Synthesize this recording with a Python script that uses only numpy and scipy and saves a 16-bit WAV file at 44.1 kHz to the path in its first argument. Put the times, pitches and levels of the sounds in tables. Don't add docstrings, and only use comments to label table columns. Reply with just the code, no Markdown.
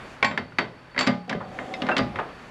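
import sys
import numpy as np
from scipy import signal
from scipy.io import wavfile

SR = 44100
rng = np.random.default_rng(int(sys.argv[2]) if len(sys.argv) > 2 else 0)


def inscribe(sig):
    pcm = np.round(np.clip(np.atleast_2d(sig).T, -1, 1) * 32767)
    wavfile.write(sys.argv[1], SR, pcm.astype(np.int16))


N = 110250
T = np.arange(N) / SR
BAND_CENTRES_HZ = 25 * 2 ** np.arange(0, 9.5, .5)

# (frequency [Hz], level per half octave [dB])
ROOM_SPECTRUM = [(25, -74.5), (45, -65), (80, -68), (130, -61), (260, -61), (500, -59), (1000, -57),
                 (2000, -56.5), (3200, -65), (4500, -69.5), (6200, -81), (9500, -78), (13500, -83.5)]
SLEEVE_SPECTRUM = [(1000, -28), (3000, -32), (6500, -11), (10000, -23), (14000, -24)]
CLATTER_SPECTRUM = [(70, -45.5), (125, -7), (250, -12.5), (400, -5), (800, -4), (1400, 3.5), (2200, 3),
                    (3400, 0.5), (4700, -5.5), (6200, -16.5), (9000, -31), (13000, -56)]
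# (time [s], gain [dB])
ROOM_ENVELOPE = [(0, 8), (.2, 3.5), (.5, -1.5), (.9, -0.5), (1.3, -2.5), (1.6, 3.5), (2.1, 5), (2.35, 4.5),
                 (2.5, 4)]
SLEEVE_ENVELOPE = [(0, -58.5), (.13, -51), (.3, -78), (.5, -67), (1.38, -70), (1.55, -53), (1.8, -52),
                   (2.15, -67), (2.5, -55)]
SPIN_ENVELOPE = [(1.28, -42), (1.45, -46.5), (1.55, -42.5), (1.65, -38.5), (1.8, -39.5), (1.9, -33),
                 (2.05, -51), (2.22, -41), (2.32, -66), (2.5, -69)]
# (frequency [Hz], level [dB])
HUM_TONES = [(129, -60), (255, -62.5)]
# (time [s], clatter level [dB], treble gain [dB], clack level [dB],
# clack pitch [Hz], frame level [dB])
IMPACTS = [(0.2275, -26.5, -2, -7, 2225, -35.5), (0.2460, -31.5, 8.5, -11, 1895, -33.5),
           (0.312, -35.5, -12, -36, 1070, -37.5), (0.3762, -34.5, 1.5, -10.5, 1747, -34),
           (0.5225, -58, -4, -33, 1440, -61), (0.586, -27, 1, -10, 1990, -33),
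           (0.9466, -46, -26, -34, 1960, -68), (0.9637, -40, -12, -23, 1680, -38),
           (0.9784, -34, -4, -11.5, 2000, -32.5), (0.9899, -32, 11.5, -34, 3420, -31),
           (1.0092, -33, 12.5, -13, 1200, -45), (1.028, -37, 6, -33, 2320, -45),
           (1.067, -31.5, 1.5, -38, 1530, -41.5), (1.0722, -30.5, 8.5, -29, 2710, -16.5),
           (1.2949, -36.5, 8.5, -21.5, 2264, -33.5), (1.313, -42, -24, -18.5, 900, -34),
           (1.3283, -48.5, 9.5, -15, 1686, -33), (1.35, -49, -23, -14, 395, -31.5),
           (1.5886, -38, -19, -19.5, 1824, -39), (1.739, -50, 12, -23, 2230, -42.5),
           (1.8193, -39, 6, -20, 2860, -26), (1.8665, -38, -2, -30, 1470, -47),
           (1.9664, -30, 5.5, -19.5, 2200, -25.5), (1.980, -31.5, 9.5, -36, 2100, -62),
           (1.992, -39, -32, -12, 1150, -19.5), (2.1581, -38.5, -8.5, -28, 2170, -42.5)]
# (frequency over pitch [ratio], gain [dB])
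CLACK_PARTIALS = [(.68, -12.5), (0.839, -7.5), (0.999, 2.5), (1.158, -5), (1.502, -13)]
# (frequency [Hz], gain against the burst [dB])
TAIL_GAIN = [(125, -4.5), (500, 0.5), (2000, -6), (4500, -18.5), (9000, -60)]
# (frequency [Hz], T60 [s])
TAIL_DECAY = [(125, 0.6), (500, 0.34), (2000, 0.19), (4500, 0.34), (9000, 0.1)]
# (time [s], level [dB], treble gain [dB])
PLAY_RATTLES = [(1.403, -36, -40), (1.414, -42, -49), (1.887, -23.5, -19), (1.915, -27, -35),
                (2.186, -27.5, -25), (2.197, -34.5, -35), (2.286, -43.5, -24)]
# (frequency [Hz], gain [dB], T60 [s])
BAR_MODES = [(818, -3, .2), (926, -13, .25), (1088, 0, .21), (2296, -4, .22), (2400, -11, .2),
             (2579, -14, .25), (3150, -17, .18)]
SHANK_MODES = [(4492, 0, .19), (4545, -8, .17), (4610, -7, .15), (4800, -10, .14), (6573, -18, .2),
               (7240, -15, .16), (7359, -7, .25), (7500, -17, .15), (8005, -18, .16)]
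STEEL_MODES = [(996.4, -3, 0.2), (1520, -7.5, .27), (1900, -1.5, 0.17), (1980, -6.5, .28),
               (2100, -0.5, 0.21), (3136, -12.5, 0.22), (3742, -15, 0.22), (3834, -25.5, 0.36)]
FRAME_MODES = [(97.4, -20, 0.29), (126, -9, 0.31), (180.6, -10, 0.66), (216, 0.5, 0.28), (252.8, 3.5, 0.24),
               (413.7, -11.5, 0.24), (558.8, -4.5, 0.2), (594, -11, 0.34), (670, -7.5, 0.19),
               (725, -14, 0.28), (823, -15.5, 0.61), (1205, -11.5, .3), (1680, -28, 0.096)]
SCROLL_MODES = [(4640, -1, 0.15), (4760, -7, 0.22), (4960, -8, 0.12), (4830, -12, 0.21)]
JAW_MODES = [(2070, 0, .08), (2611, -7, .1), (3435, -13, .1), (3704, -5, .08), (5120, -11, .1)]
CHUCK_MODES = [(596, -4, .1), (1410, 3.5, 0.13), (1565, 4.5, 0.15)]
LOOSE_PART_MODES = [(2702, 0, .15), (2790, -24, .1), (4930, -28, .15)]
# (time [s], level [dB])
BAR_STRIKES = [(0.2272, -21.5), (0.2464, -26), (1.0108, -28)]
BENCH_STRIKES = [(0.392, -37.5), (0.595, -52.5), (1.335, -34), (2.001, -26.5)]
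SCROLL_STRIKES = [(1.0743, -33), (1.981, -32.5)]
JAW_STRIKES = [(1.7388, -30)]
CHUCK_STRIKES = [(1.888, -26.5), (1.913, -32)]
LOOSE_PART_STRIKES = [(1.9152, -23.5)]
# (time [s], level [dB], spectral tilt [dB/octave])
SHANK_STRIKES = [(0.2277, -41.5, -12), (0.2480, -34, -3.5), (0.3748, -45.5, -27), (0.585, -32.5, -37),
                 (0.9796, -33.5, -31), (0.991, -25.5, -4), (1.0108, -35, -1)]
# (frequency [Hz], bandwidth [Hz], level [dB])
HEADSTOCK_RESONANCES = [(265, 146, -5), (545, 255, -2), (750, 48, -2), (1110, 480, -13.5), (2010, 400, -21),
                        (3330, 1000, -19.5)]

TREBLE_FROM_HZ, TREBLE_FULL_HZ = 1270, 5100
RISE_CYCLES = 1


def from_db(db):
    return 10 ** (np.asarray(db) / 20)


def unit_rms(x):
    return x / np.sqrt(np.mean(x ** 2) + 1e-20)


def at_hz(points, hz):
    frequencies, values = np.transpose(points)
    return np.interp(np.log(hz), np.log(frequencies), values)


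def envelope(points):
    return from_db(np.interp(T, *np.transpose(points)))


def decay(t, t60):
    return np.exp(-np.log(1000) * t / t60)


def rise(t, time_constant_s):
    return 1 - np.exp(-t / time_constant_s)


def add(out, onset_s, sound):
    i = int(onset_s * SR)
    out[i:i + len(sound)] += sound[:N - i]


def filtered(x, hz, kind):
    return signal.sosfilt(signal.butter(2, hz, kind, fs=SR, output="sos"), x)


def noise_bands():
    edge, settle = 2 ** .25, SR // 4
    bands = [filtered(rng.standard_normal(N + settle), [hz / edge, hz * edge], "band")
             for hz in BAND_CENTRES_HZ]
    return np.array([unit_rms(band[settle:]) for band in bands])


def resonant_noise(hz, width_hz):
    b, a = signal.iirpeak(hz, hz / width_hz, fs=SR)
    once = signal.lfilter(b, a, rng.standard_normal(N))
    return unit_rms(signal.lfilter(b, a, once))


def ringing(modes, strikes, rise_s=0.0001):
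    out, t = np.zeros(N), T[:SR]
    ring = sum(from_db(db) * np.sin(2 * np.pi * hz * t) * decay(t, t60) for hz, db, t60 in modes)
    for onset_s, db in strikes:
        add(out, onset_s, from_db(db) * ring * rise(t, rise_s))
    return out


def workshop():
    room = envelope(ROOM_ENVELOPE) * (from_db(at_hz(ROOM_SPECTRUM, BAND_CENTRES_HZ)) @ noise_bands())
    rustle = from_db(at_hz(SLEEVE_SPECTRUM, BAND_CENTRES_HZ)) @ noise_bands()
    hum = np.zeros(N)
    for hz, db in HUM_TONES:
        tone = np.sqrt(2) * np.sin(2 * np.pi * hz * T)
        hum += from_db(db) * (tone + 0.29 * resonant_noise(hz, width_hz=28))
    whine = from_db(-66) * resonant_noise(hz=4500, width_hz=85)
    return room + envelope(SLEEVE_ENVELOPE) * rustle + hum + whine


def key():
    out = ringing(BAR_MODES, BAR_STRIKES)
    lowest_hz = SHANK_MODES[0][0]
    for onset_s, strike_db, tilt in SHANK_STRIKES:
        modes = [(hz, db + tilt * np.log2(hz / lowest_hz), t60) for hz, db, t60 in SHANK_MODES]
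        out += ringing(modes, [(onset_s, strike_db)])
    return out


def clack(pitch_hz):
    t = T[:SR // 8]
    cluster = sum(from_db(db) * np.sin(2 * np.pi * pitch_hz * ratio * t) for ratio, db in CLACK_PARTIALS)
    return cluster * decay(t, t60=0.017) * rise(t, RISE_CYCLES / pitch_hz)


def clatter(bands, treble_db, t60, rise_s):
    t = T[:SR // 2]
    start = rng.integers(0, N - len(t))
    treble_shelf = [(TREBLE_FROM_HZ, 0), (TREBLE_FULL_HZ, treble_db)]
    out = np.zeros(len(t))
    for hz, band in zip(BAND_CENTRES_HZ[2:], bands[2:]):
        gain = from_db(at_hz(CLATTER_SPECTRUM, hz) + at_hz(treble_shelf, hz))
        tail = from_db(at_hz(TAIL_GAIN, hz)) * decay(t, at_hz(TAIL_DECAY, hz))
        fall = np.hypot(decay(t, t60), tail)
        out += gain * rise(t, rise_s + RISE_CYCLES / hz) * fall * band[start:start + len(t)]
    return out


def impacts(bands):
    out = ringing(STEEL_MODES, [(onset_s, db) for onset_s, db, *_ in IMPACTS])
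    for onset_s, clatter_db, treble_db, clack_db, pitch_hz, _ in IMPACTS:
        add(out, onset_s, from_db(clack_db) * clack(pitch_hz))
        add(out, onset_s, from_db(clatter_db) * clatter(bands, treble_db, t60=0.042, rise_s=0))
    return out


def frame():
    strikes = [(onset_s, db) for onset_s, *_, db in IMPACTS]
    thuds = ringing(FRAME_MODES, strikes, rise_s=0.0024)
    return filtered(thuds, hz=99, kind="high")


def bench():
    level, t = np.zeros(N), T[:SR]
    for onset_s, db in BENCH_STRIKES:
        add(level, onset_s, from_db(db) * decay(t, t60=0.57) * rise(t, 0.0094))
    return level * resonant_noise(hz=127.4, width_hz=140)


def chuck_parts():
    scroll = ringing(SCROLL_MODES, SCROLL_STRIKES)
    jaw = ringing(JAW_MODES, JAW_STRIKES)
    body = ringing(CHUCK_MODES, CHUCK_STRIKES)
    loose_part = ringing(LOOSE_PART_MODES, LOOSE_PART_STRIKES)
    return scroll + jaw + body + loose_part


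def spindle():
    turning = T > SPIN_ENVELOPE[0][0]
    rolling = sum(from_db(db) * resonant_noise(hz, width) for hz, width, db in HEADSTOCK_RESONANCES)
    return turning * envelope(SPIN_ENVELOPE) * rolling


def rattles(bands):
    out = np.zeros(N)
    for onset_s, db, treble_db in PLAY_RATTLES:
        add(out, onset_s, from_db(db) * clatter(bands, treble_db, t60=0.067, rise_s=0.001))
    return filtered(out, hz=400, kind="high")


def scene():
    bands = noise_bands()
    lathe = impacts(bands) + frame() + chuck_parts() + rattles(bands) + spindle()
    return (key() + lathe + bench() + workshop())[None]


def record(dry):
    dulled = filtered(np.tanh(dry), hz=10800, kind="low")
    stop_db, stop_hz = 70, 16000
    return signal.sosfilt(signal.cheby2(14, stop_db, stop_hz, fs=SR, output="sos"), dulled)


dry = scene()
out = record(dry)
inscribe(out)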